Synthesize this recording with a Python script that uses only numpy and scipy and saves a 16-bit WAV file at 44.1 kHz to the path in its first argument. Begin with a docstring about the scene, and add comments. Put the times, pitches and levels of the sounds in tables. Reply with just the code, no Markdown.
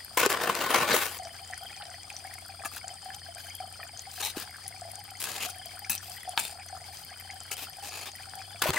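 """Bricklaying outdoors

A steel trowel scoops wet mortar from a plastic bucket, then taps and scrapes it along a brick wall:
the blade sticks and slips, crushes sand and rings when struck. Close by, water trickles as ringing
bubbles and crickets shrill. Two insects trill in swelling phrases, one near, one fainter and higher.
Behind them lie a far insect chorus, a low rumble and the hum of a distant engine."""
import sys
import numpy as np
from scipy import signal
from scipy.fft import rfft, irfft
from scipy.io import wavfile

SR = 44100
rng = np.random.default_rng(int(sys.argv[2]) if len(sys.argv) > 2 else 0)


def digitize_waveform(pressure):
    """Quantize a signal to 16-bit integers and store it at the path in sys.argv[1].

    Rows of a 2-D input are taken as channels; values are limited to [-1, 1].
    """
    field = np.atleast_2d(pressure).T
    bounded = np.clip(field, -1, 1)
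    quanta = np.round(bounded * 32767).astype(np.int16)
    wavfile.write(sys.argv[1], SR, quanta)


N = 387198
TIME, FREQS = np.arange(N) / SR, np.fft.rfftfreq(N, 1 / SR)
BAND_LIMIT_HZ = 15850


def amp(db):
    """Decibels to gain."""
    return 10 ** (np.asarray(db) / 20)


def unit(x):
    """Scale to rms 1."""
    return x / np.sqrt(np.mean(x ** 2) + 1e-20)


def lookup(points, hz):
    """Interpolate a table over log frequency."""
    f, value = np.transpose(points)
    return np.interp(np.log(hz + 1), np.log(f + 1), value)


def add(mix, start_s, sound):
    """Mix a sound in at start_s."""
    part = mix[:, max(round(start_s * SR), 0):][:, :sound.shape[-1]]
    part += sound[..., :part.shape[1]]


def wander(hz):
    """Random drift of rms 1, bandwidth about hz."""
    knots = rng.standard_normal(N // 4)
    return unit(np.interp(TIME * 2 * hz, np.arange(len(knots)), knots))


def noise_pair(coherence):
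    """Stereo white noise with the given left-right coherence."""
    common, separate = rfft(rng.standard_normal((2, N)))
    same = np.clip(lookup(coherence, FREQS), 0, 1)
    return irfft(np.array([common, same * common + np.sqrt(1 - same ** 2) * separate]), N)


def ring(hz, t60_s, rise=0., attack_s=0.0013):
    """Damped sine; pitch climbs by the fraction rise per t60."""
    t = np.arange(0, t60_s * 2, 1 / SR)
    envelope = amp(-60 * t / t60_s) * (1 - np.exp(-t / attack_s))
    return envelope * np.sin(2 * np.pi * hz * t * (1 + rise * t / t60_s / 2))


# background rumble and hiss, with narrow dips either side of 3.2 kHz: f/Hz, level/dB
BACKGROUND_SPECTRUM = [(20, -17), (45, -4), (75, 5.5), (125, 2.5), (200, -2.5), (450, -8.5), (750, -3.5),
                       (1100, -8.5), (2400, -8.5), (2830, -11), (3200, -0.5), (3750, -11), (4300, -9),
                       (6500, -12.5), (10000, -9), (13000, -17.5), (16000, -13.5)]
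# far sound, left to right: f/Hz, coherence/0-1
FAR_COHERENCE = [(100, 0.94), (300, 0.2), (1000, 0), (4000, 0.37), (15000, 0)]
def ambience(level_db=-52, flutter_db=2.5, crossover_hz=450):
    """Steady rumble under the fluttering wash of the water."""
    spectrum = rfft(noise_pair(FAR_COHERENCE)) * amp(lookup(BACKGROUND_SPECTRUM, FREQS))
    low_share = 1 / (1 + (FREQS / crossover_hz) ** 4)
    rumble = irfft(spectrum * low_share, N)
    wash = irfft(spectrum * (1 - low_share), N) * amp(flutter_db * wander(30))
    return amp(level_db) * unit(rumble + wash)


# engine firing rate: t/s, f/Hz
FIRING_RATE = [(1.1, 89.4), (4.53, 89.7), (4.82, 96.8), (5.15, 96.6), (5.51, 91), (6.07, 95), (6.26, 87.3),
               (8.18, 90.0), (8.6, 97.3)]
def engine(idle_hz=88.6, idle_db=-59, load_db_per_hz=0.42, waver_db=1.9, drift_hz=0.5):
    """Far firing note, louder with speed, wavering on its way through the air."""
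    hz = np.interp(TIME, *np.transpose(FIRING_RATE)) + drift_hz * wander(2.3)
    level = amp(idle_db + load_db_per_hz * (hz - idle_hz) + waver_db * wander(4.5))
    return level * unit(np.sin(2 * np.pi * np.cumsum(hz) / SR))


def chorus(hz, width_hz, level_db, flutter_db):
    """Many far insects merge into a fluttering band of hiss."""
    band = irfft(rfft(noise_pair(FAR_COHERENCE)) * np.exp(-2 * ((FREQS - hz) / width_hz) ** 2), N)
    return amp(level_db) * unit(band * amp(flutter_db * wander(63) + 0.16 * wander(13)))


# one cricket a row: f/Hz, pulse rate/Hz, chirp rate/Hz, level/dB
CRICKET_VOICES = [(4995, 62, 20.7, -56.5), (4910, 240, 9, -57.5), (4460, 52, 5.3, -61),
                  (4710, 110, 3.7, -68)]
def crickets(fall=0.051, waver=.012):
    """Each cricket sings quick falling pulses, grouped into chirps, from its own direction."""
    out = np.zeros((2, N))
    for hz, pulse_hz, chirp_hz, db in CRICKET_VOICES:
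        clock_s = np.cumsum(1 + .04 * wander(3)) / SR
        stroke = clock_s * pulse_hz % 1
        envelope = np.sin(np.pi * stroke) * (1 + 0.8 * np.sin(2 * np.pi * chirp_hz * clock_s))
        cycles = np.cumsum(hz * (1 - fall * (stroke - .5) + waver * wander(153))) / SR
        ear_offset = rng.uniform(0, 0.4, (2, 1))
        out += amp(db) * unit(envelope * np.sin(2 * np.pi * (cycles + ear_offset)))
    return out


# two insects, one near, one fainter and higher: start/s, climax/s, end/s, gain/dB, pitch shift/Hz
TRILL_PHRASES = [(1.02, 1.66, 2.08, -1, 0), (2.42, 2.62, 2.72, -12, 220), (2.83, 3.56, 4.2, -1, 0),
                 (4.98, 5.63, 6.5, -2, 0), (6.05, 6.25, 6.37, -9, 230), (7.02, 7.58, 8.62, -2, 0),
                 (8.3, 8.53, 8.64, -7, 230)]
def trills(base_db=-48, swell_db=6.5, unsteady_db=2.5, base_hz=3106, sharpen_hz=84, rasp_hz=35,
           pulse_s=0.025, build_s=.45, settle_s=0.0987, swell_s=0.0913):
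    """Wing strokes, each falling in pitch, quicken, swell and sharpen to a climax, then settle fast."""
    out = np.zeros((2, N))
    unsteady, rasp = wander(56), wander(300)
    for start, climax, end, phrase_db, shift_hz in TRILL_PHRASES:
        t = np.arange(start, end, 1 / SR)
        urgency = np.exp(-((t - climax) / np.where(t < climax, build_s, settle_s)) ** 2)
        swell = np.exp(-((t - climax) / swell_s) ** 2)
        rate_hz = 14 + 13.5 * urgency
        since_stroke_s = np.cumsum(rate_hz) / SR % 1 / rate_hz
        stroke = np.minimum(since_stroke_s / pulse_s, 1)
        fall_hz = 168.5 + 190 * swell
        hz = base_hz + shift_hz + sharpen_hz * swell - fall_hz * (stroke - .5)
        cycles = np.cumsum(hz + rasp_hz * np.interp(t, TIME, rasp)) / SR
        level = amp(base_db + phrase_db + swell_db * swell + unsteady_db * np.interp(t, TIME, unsteady))
        add(out, start, level * np.sin(np.pi * stroke) * np.sin(2 * np.pi * cycles))
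    return out


def scatter(count, top_db, spread_db, low_hz, high_hz):
    """Steady flow of bubbles, jittered in time, mostly faint. Rows: t/s, level/dB, f/Hz."""
    jitter, faintness, pitch = rng.random((count, 3)).T
    at_s = (np.arange(count) + 2 * jitter) / (count + 1) * N / SR
    db = top_db - spread_db * np.sqrt(faintness)
    return np.transpose([at_s, db, low_hz * (high_hz / low_hz) ** pitch])


def bubbles(rows, gain_db, t60_s, rise, attack_s, splash_db, splash_s, splash_ratio, spread_rad):
    """Each bubble is born with a tiny splash, then rings, rising in pitch as it nears the surface."""
    out = np.zeros((2, N))
    for at_s, db, hz in rows:
        life, glide, side = rng.uniform(-0.92, 1, 3)
        note = ring(hz, t60_s * 2.25 ** life, rise * (1 + glide), attack_s)
        t = TIME[:len(note)]
        spray = np.interp(t * hz, np.arange(200), rng.standard_normal(200))
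        splash = spray * np.sin(2 * np.pi * min(splash_ratio * hz, 12000) * t) * np.exp(-t / splash_s)
        analytic = signal.hilbert(note + amp(splash_db) * splash)
        direction = np.exp(1j * spread_rad * (side - .4) * np.array([[.5], [-.5]]))  # left-right phase
        add(out, at_s, amp(db + gain_db) * np.real(analytic * direction))
    return out


# clear large bubbles: t/s, level/dB, f/Hz
LARGE_BUBBLES = [(1.196, -35, 740), (1.254, -38.5, 670), (1.5, -40, 746), (1.828, -38.5, 700),
                 (2.248, -38, 746), (2.605, -36, 686), (2.842, -35, 719), (3.058, -38, 745),
                 (3.602, -35, 732), (3.793, -36.5, 703), (4.818, -35, 710), (4.934, -38.5, 727),
                 (5.464, -37.5, 718), (6.082, -44, 740), (6.276, -34, 733), (6.524, -39.5, 729),
                 (6.727, -34.5, 755), (7.295, -43, 780), (8.336, -35, 763)]
def gurgles(gap_s=0.023):
    """Large bubbles; each clear one pulls a chain of three fainter ones after it."""
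    chains = [(at_s + gap_s * (k + .5 + late), db - 3 - 6 * faintness,
               hz * (1.005 + 0.051 * (2 * pitch - 1)))
              for at_s, db, hz in LARGE_BUBBLES
              for k, (late, faintness, pitch) in enumerate(rng.random((3, 3)))]
    flow = scatter(count=320, top_db=-39, spread_db=12, low_hz=687.4, high_hz=827)
    return bubbles(np.vstack([LARGE_BUBBLES, chains, flow]), gain_db=7.5, t60_s=0.039, rise=0.042,
                   attack_s=0.0024, splash_db=-11.5, splash_s=0.0018, splash_ratio=2.116, spread_rad=1)


def breakups(count=26, size=5, length_s=0.06, top_db=-40.5, spread_db=6, low_hz=1400, high_hz=2450):
    """Air pockets break into ever smaller bubbles. Rows: t/s, level/dB, f/Hz."""
    progress = rng.random((count, size))
    start_s = (np.arange(count) + rng.random(count))[:, None] / count * N / SR
    at_s = start_s + length_s * progress
    db = top_db - spread_db * rng.random(progress.size)
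    return np.transpose([at_s.ravel(), db, low_hz * (high_hz / low_hz) ** progress.ravel()])


# clear small bubbles: t/s, level/dB, f/Hz
SMALL_BUBBLES = [(1.5349, -26.5, 1840), (2.1022, -31, 2480), (2.8918, -35.5, 1980), (3.103, -33.5, 1700),
                 (3.8298, -34.5, 1800), (4.4754, -36, 1490), (5.272, -30, 1580), (5.846, -34, 2180),
                 (7.3016, -34, 2070), (8.4168, -34.5, 1470)]
def plinks():
    """Small bubbles ring high and short, singly and in rising runs."""
    runs = breakups()
    flow = scatter(count=700, top_db=-37, spread_db=17.5, low_hz=1180, high_hz=2454)
    return bubbles(np.vstack([SMALL_BUBBLES, runs, flow]), gain_db=4, t60_s=0.017, rise=0.16,
                   attack_s=0.00046, splash_db=-9.5, splash_s=0.0049, splash_ratio=1.05, spread_rad=0.3)


# clear drops: t/s, level/dB, f/Hz
DROPS = [(1.8225, -27, 3310), (1.8387, -34, 9700), (2.1651, -29.5, 5660), (2.339, -30.5, 10400),
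         (2.8805, -24.5, 7250), (3.1453, -28, 5770), (3.993, -26, 6360), (4.6794, -24.5, 10300),
         (4.9554, -29, 8200), (5.9787, -27, 5770), (6.2928, -27.5, 9540)]
def drips():
    """Drops hit the water, a few clear among many faint."""
    flow = scatter(count=400, top_db=-27.5, spread_db=21, low_hz=4910, high_hz=13550)
    return bubbles(np.vstack([DROPS, flow]), gain_db=1.5, t60_s=0.0078, rise=0.18,
                   attack_s=0.00026, splash_db=-5.5, splash_s=0.0029, splash_ratio=0.94, spread_rad=1.4)


# bucket knocks and falling mortar: t/s, level/dB, f/Hz, t60/s
SOFT_BLOWS = [(.249, -10, 1090, 0.014), (.2625, -11, 400, 0.04), (.497, -1, 1110, 0.012),
              (.9405, -10, 490, 0.022), (2.652, -35.5, 270, 0.019), (4.3705, -16.5, 325, 0.015),
              (5.898, -43.5, 212, 0.13), (6.3756, -15, 920, 0.021), (8.657, -13.5, 625, 0.028),
              (8.691, -18, 147, 0.037), (8.703, -28, 96, 0.094), (8.693, -25.5, 379, 0.11)]
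def thuds():
    """Each soft blow gives one short, dull note."""
    out = np.zeros((2, N))
    for at_s, db, hz, t60_s in SOFT_BLOWS:
        add(out, at_s, amp(db) * ring(hz, t60_s))
    return out


# steel blade damped by mortar: f/Hz, gain/dB, t60/s
BLADE_MODES = [(854, -3, 0.016), (1253, -25.5, 0.12), (1681, -4, 0.037), (2464, -9, 0.015),
               (2560, -41.5, 0.036), (2670, -12, 0.047), (4040, -31, 0.036)]
# blade striking brick or bucket: t/s, level/dB
BLADE_TAPS = [(0.175, -17.5), (2.648, -27), (2.655, -22), (2.766, -32), (4.227, -28), (5.8981, -24),
              (6.3757, -16), (8.619, -18)]
def taps():
    """Each tap rings all modes of the blade."""
    out = np.zeros((2, N))
    for at_s, db in BLADE_TAPS:
        for hz, mode_db, t60_s in BLADE_MODES:
            add(out, at_s, rng.choice([-1, 1]) * amp(db + mode_db) * ring(hz, t60_s))
    return out


# chatter of the dragged edge: t/s, length/s, level/dB, f/Hz, width/Hz
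EDGE_CHATTER = [(0.734, 0.051, -31, 2300, 900), (.905, 0.038, -30, 4230, 700),
                (2.648, 0.022, -38, 1224, 69.7), (4.205, .095, -43.5, 840, 250),
                (5.394, 0.076, -39, 2800, 900), (6.375, 0.0053, -21, 2770, 1990),
                (6.376, 0.027, -40, 1540, 120), (6.375, 0.11, -46, 3590, 200), (8.05, 0.05, -47, 3500, 900),
                (8.762, 0.029, -26, 1920, 300)]
def squeals():
    """Fast stick-slip holds one narrow band of the blade in vibration."""
    out = np.zeros((2, N))
    for at_s, length_s, db, hz, width_hz in EDGE_CHATTER:
        samples = int(np.ceil(length_s * SR))
        pole = np.exp((-np.pi * width_hz + 2j * np.pi * hz) / SR)
        band = signal.lfilter([1], np.poly([pole, pole]), rng.standard_normal(SR)).real[-samples:]
        add(out, at_s, amp(db) * unit(band) * signal.windows.tukey(samples, .5))
    return out


# rubbing noise, left to right: f/Hz, coherence/0-1
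NEAR_COHERENCE = [(100, 1), (700, 0.92), (1500, 0.83), (3100, 0.85), (7000, 0.38), (15000, 0.52)]
def sand(slip_db, slip_hz, grain_db, grain_hz, stutter_db, stutter_hz):
    """The hand stutters, the blade sticks and slips; each slip crushes a clump of grains."""
    force_db = stutter_db * np.tanh(wander(stutter_hz)) + slip_db * np.tanh(wander(slip_hz))
    noise = noise_pair(NEAR_COHERENCE)
    return unit(noise * amp(force_db + grain_db * np.minimum(wander(grain_hz), 2.5)))


def colour(x, spectrum_db, tilt_db_oct, ripple_db=0):
    """Causal unit-energy filter: spectrum, treble tilt, random ripple for the point of contact."""
    hz = np.fft.rfftfreq(2048, 1 / SR)
    knots = np.linspace(np.log(300), np.log(BAND_LIMIT_HZ), 48)
    ripple = np.interp(np.log(hz + 1), knots, rng.standard_normal(48))
    log_gain = np.log(amp(spectrum_db(hz) + tilt_db_oct * np.log2(np.maximum(hz, 700))
                          + ripple_db * ripple))
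    mirrored = np.concatenate([log_gain, log_gain[-2:0:-1]])
    impulse = np.fft.ifft(np.exp(np.conj(signal.hilbert(mirrored)))).real  # minimum phase
    return signal.fftconvolve(x, impulse[None] / np.linalg.norm(impulse), axes=1)


def strokes(rows, grains, spectrum_db, attack_s, sag_db_per_s, release_s, ripple_db):
    """A short stroke bites, loses force at a steady rate and lifts off."""
    out = np.zeros((2, N))
    for at_s, length_s, db, tilt_db_oct in rows:
        part = grains[:, round(at_s * SR):round((at_s + length_s + .03) * SR)]
        t = TIME[:part.shape[1]]
        bite = 1 - np.exp(-t / attack_s)
        lift = np.exp(-np.maximum(t - length_s, 0) / release_s)
        push = amp(db - sag_db_per_s * t) * bite * lift
        rub = unit(part * push) * np.sqrt(np.mean(push ** 2))
        add(out, at_s, colour(rub, spectrum_db, tilt_db_oct, ripple_db))
    return out


# sand between steel and brick: f/Hz, level/dB
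GRIT_SPECTRUM = [(60, -21.5), (250, -6.5), (600, -4), (1500, -4), (3000, 1), (6000, 1.5), (10000, 3),
                 (15500, -1)]
def grit_db(hz, width_hz=100, lift_db=5):
    """Grit spectrum, lifted at the modes of the blade."""
    peaks = sum(1 / (1 + (2 * (hz - f) / width_hz) ** 2) for f, _, _ in BLADE_MODES)
    return lookup(GRIT_SPECTRUM, hz) + lift_db * peaks


# blade on brick: t/s, length/s, level/dB, tilt/(dB/oct)
BRICK_SKIDS = [(2.648, .03, -35.5, 3), (4.2, 0.018, -31.5, -1), (4.224, 0.087, -29, 0),
               (5.896, 0.0036, -21, 1), (5.9015, 0.0046, -12, 9), (5.905, 0.058, -29.5, 0.5),
               (6.376, 0.19, -29.5, -1), (7.513, 0.029, -31, -0.2)]
def skids(grains):
    """The blade is set down hard and skids to rest."""
    return strokes(BRICK_SKIDS, grains, grit_db,
                   attack_s=0.0018, sag_db_per_s=133, release_s=0.002, ripple_db=5)


# blade on the mortar joint: t/s, length/s, level/dB, tilt/(dB/oct)
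JOINT_WIPES = [(2.715, 0.069, -41.5, -.5), (3.37, 0.13, -50.5, 1), (4.11, 0.089, -44.5, 2),
               (4.354, .085, -38.5, -2.5), (5.196, 0.055, -33, 1), (5.245, 0.17, -36.5, -2.6),
               (5.403, .06, -34, -1.5), (5.472, 0.04, -39, 0.5), (6.008, .17, -45.5, 0.5),
               (6.91, 0.12, -49.5, 1), (7.566, 0.089, -39, -1.5), (7.823, 0.068, -40.5, -2.3),
               (7.904, .14, -40.5, -3), (8.052, .042, -41, -3)]
def wipes(grains):
    """The blade eases in and rubs along the joint with nearly even force."""
    return strokes(JOINT_WIPES, grains, grit_db,
                   attack_s=0.0082, sag_db_per_s=16, release_s=0.0042, ripple_db=2.5)


# coarsest sand grains: t/s, level/dB, tilt/(dB/oct)
COARSE_CRACKS = [(.1734, -11.5, -4.5), (.262, -4.5, -1.5), (.308, -19, -1), (.3276, -9, -3),
                 (.552, -13.5, -2.5), (.918, -14, -6), (2.649, -25, 0), (4.25, -13, 3), (4.4, -21, 3),
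                 (5.241, -14, .5), (5.8962, -18, 1.5), (5.952, -14, 3), (6.3759, -17, -2.5),
                 (6.399, -10.5, 7), (6.4518, -18, -1), (7.5122, -30, -1), (8.705, -9.5, -4)]
def cracks(gain_db=-5, decay_s=0.00094):
    """Coarse grains burst under the blade; each wipe also breaks two smaller ones at random."""
    out = np.zeros((2, N))
    noise = noise_pair(NEAR_COHERENCE)
    t = np.arange(0, .015, 1 / SR)
    fine = [(start_s + progress * length_s, db + 15 - 8 * faintness, -1)
            for start_s, length_s, db, _ in JOINT_WIPES for progress, faintness in rng.random((2, 2))]
    for at_s, db, tilt_db_oct in list(COARSE_CRACKS) + fine:
        burst = noise[:, round(at_s * SR):][:, :len(t)] * np.exp(-t / decay_s)
        add(out, at_s, amp(db + gain_db) * colour(burst, grit_db, tilt_db_oct))
    return out


# wet mortar: f/Hz, level/dB
MORTAR_SPECTRUM = [(40, -49), (130, -14.5), (280, -10.5), (500, -4.5), (780, -4.5), (1400, -3.5),
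                   (2600, -2.5), (4000, -7), (7000, -8), (15500, -8)]
# bucket resonances: f/Hz, width/Hz, lift/dB
BUCKET_MODES = [(352, 29, 8), (470, 77, 3.5), (635, 37, 1.5), (1078, 280, 5.5), (1480, 55, 9.5),
                (1765, 100, 4), (2087, 180, 1.5)]
def bucket_db(hz):
    """Wet mortar heard through the resonances of the bucket."""
    peaks_db = sum(db / (1 + (2 * (hz - f) / width_hz) ** 2) for f, width_hz, db in BUCKET_MODES)
    return lookup(MORTAR_SPECTRUM, hz) + peaks_db


# blade into mortar: t/s, length/s, level/dB, tilt/(dB/oct)
MORTAR_STABS = [(0.17, 0.034, -21, -0.5), (0.204, 0.064, -24, -2), (0.299, 0.024, -35, 0),
                (0.411, 0.034, -36.5, -0.5), (0.7364, 0.023, -24.5, -2.5), (8.617, 0.0097, -19.5, 0.3),
                (8.631, .075, -28, -1.5), (8.728, 0.067, -29.5, -2)]
def stabs(grains):
    """The blade is shoved into the wet mortar in the bucket."""
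    return strokes(MORTAR_STABS, grains, bucket_db,
                   attack_s=0.0022, sag_db_per_s=25, release_s=0.0025, ripple_db=2.5)


# long scoop, dull while the blade is buried: t/s, push/dB, treble/dB
SCOOP_PATH = [(0.29, -36, -4), (0.306, -24, -9), (0.366, -31, -12.5), (0.48, -26.5, -8),
              (0.494, -24.5, -19), (0.542, -30.5, -7), (0.788, -22.5, -8.5), (0.85, -28, -7.5),
              (0.938, -19, -9.5), (0.958, -21, -4), (1.168, -37, 0.5), (1.2, -54, -3)]
def scoop(grains, gain_db=-2, base_tilt_db_oct=0.84, tilt_per_treble=0.44, ripple_db=3):
    """One long drag through the mortar; its colour drifts as the contact moves round the bucket."""
    out = np.zeros((2, N))
    drag = grains * amp(scoop_push_db(TIME) + gain_db)
    path_s, _, treble_db = np.transpose(SCOOP_PATH)
    contacts_s, step_s = np.linspace(path_s[0], path_s[-1], 20, retstep=True)
    window = np.hanning(round(2 * step_s * SR))
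    for at_s in contacts_s:
        part = drag[:, round((at_s - step_s) * SR):][:, :len(window)] * window
        tilt_db_oct = base_tilt_db_oct + tilt_per_treble * np.interp(at_s, path_s, treble_db)
        add(out, at_s - step_s, colour(part, bucket_db, tilt_db_oct, ripple_db))
    return out


def scoop_push_db(at_s):
    """How hard the scoop pushes at a given time."""
    path_s, push_db, _ = np.transpose(SCOOP_PATH)
    return np.interp(at_s, path_s, push_db, left=-120, right=-120)


def squelch(t60_s=0.0033):
    """Air pockets pop in the wet mortar, louder as the blade pushes harder."""
    out = np.zeros((2, N))
    for at_s, db, hz in scatter(count=1500, top_db=7, spread_db=13, low_hz=420, high_hz=2300):
        stabs_db = [level for start, length, level, _ in MORTAR_STABS if start < at_s < start + length]
        push_db = max([scoop_push_db(at_s)] + stabs_db)
        add(out, at_s, amp(db + push_db) * ring(hz, t60_s))
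    return out


def echoes(x, level_db, t60_s):
    """Short, dull scatter from the ground, the wall and the bank."""
    t = np.arange(0, .25, 1 / SR)
    sparse = rng.standard_normal((2, len(t))) * (rng.random((2, len(t))) < .05)
    bandpass = signal.butter(1, [600, 5000], "bandpass", fs=SR, output="sos")
    impulse = signal.sosfilt(bandpass, sparse * amp(-60 * t / t60_s) * (t > .003))
    return amp(level_db) * signal.oaconvolve(x, impulse / np.linalg.norm(impulse[0]), axes=1)[:, :N]


def scene():
    """The trowel in front, water and insects around it, hiss and hum far off."""
    wet = sand(slip_db=5, slip_hz=110.7, grain_db=2, grain_hz=904.5, stutter_db=-1.2, stutter_hz=35.94)
    gritty = sand(slip_db=4.5, slip_hz=118, grain_db=1.5, grain_hz=1224, stutter_db=1.2, stutter_hz=36)
    trowel = scoop(wet) + stabs(wet) + skids(gritty) + wipes(gritty)
    trowel += cracks() + taps() + thuds() + squelch() + squeals()
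    around = gurgles() + plinks() + drips() + trills() + crickets()
    far = chorus(hz=4714, width_hz=600, level_db=-57, flutter_db=4)
    far += chorus(hz=8710, width_hz=950, level_db=-55, flutter_db=0.5)
    trowel += echoes(trowel, level_db=-15, t60_s=0.11)
    around += echoes(around, level_db=-16, t60_s=0.17)
    return ambience() + engine() + far + around + trowel


# microphone pair: f/Hz, left minus right/dB
MIC_BALANCE = [(110, 0.5), (380, 0.5), (700, 2.5), (1200, 3.5), (2400, 1), (4400, 4), (8100, 6),
               (15000, 8.5)]
def record(dry):
    """The left microphone gets more of the treble; a low-pass limits the band."""
    right = 2 / (1 + amp(lookup(MIC_BALANCE, FREQS)))
    heard = irfft(rfft(dry) * np.array([2 - right, right]), N)
    lowpass = signal.firwin(511, BAND_LIMIT_HZ, window=("kaiser", 9), fs=SR)
    return signal.oaconvolve(heard, lowpass[None], "same")


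dry = scene()
out = record(dry)
digitize_waveform(out)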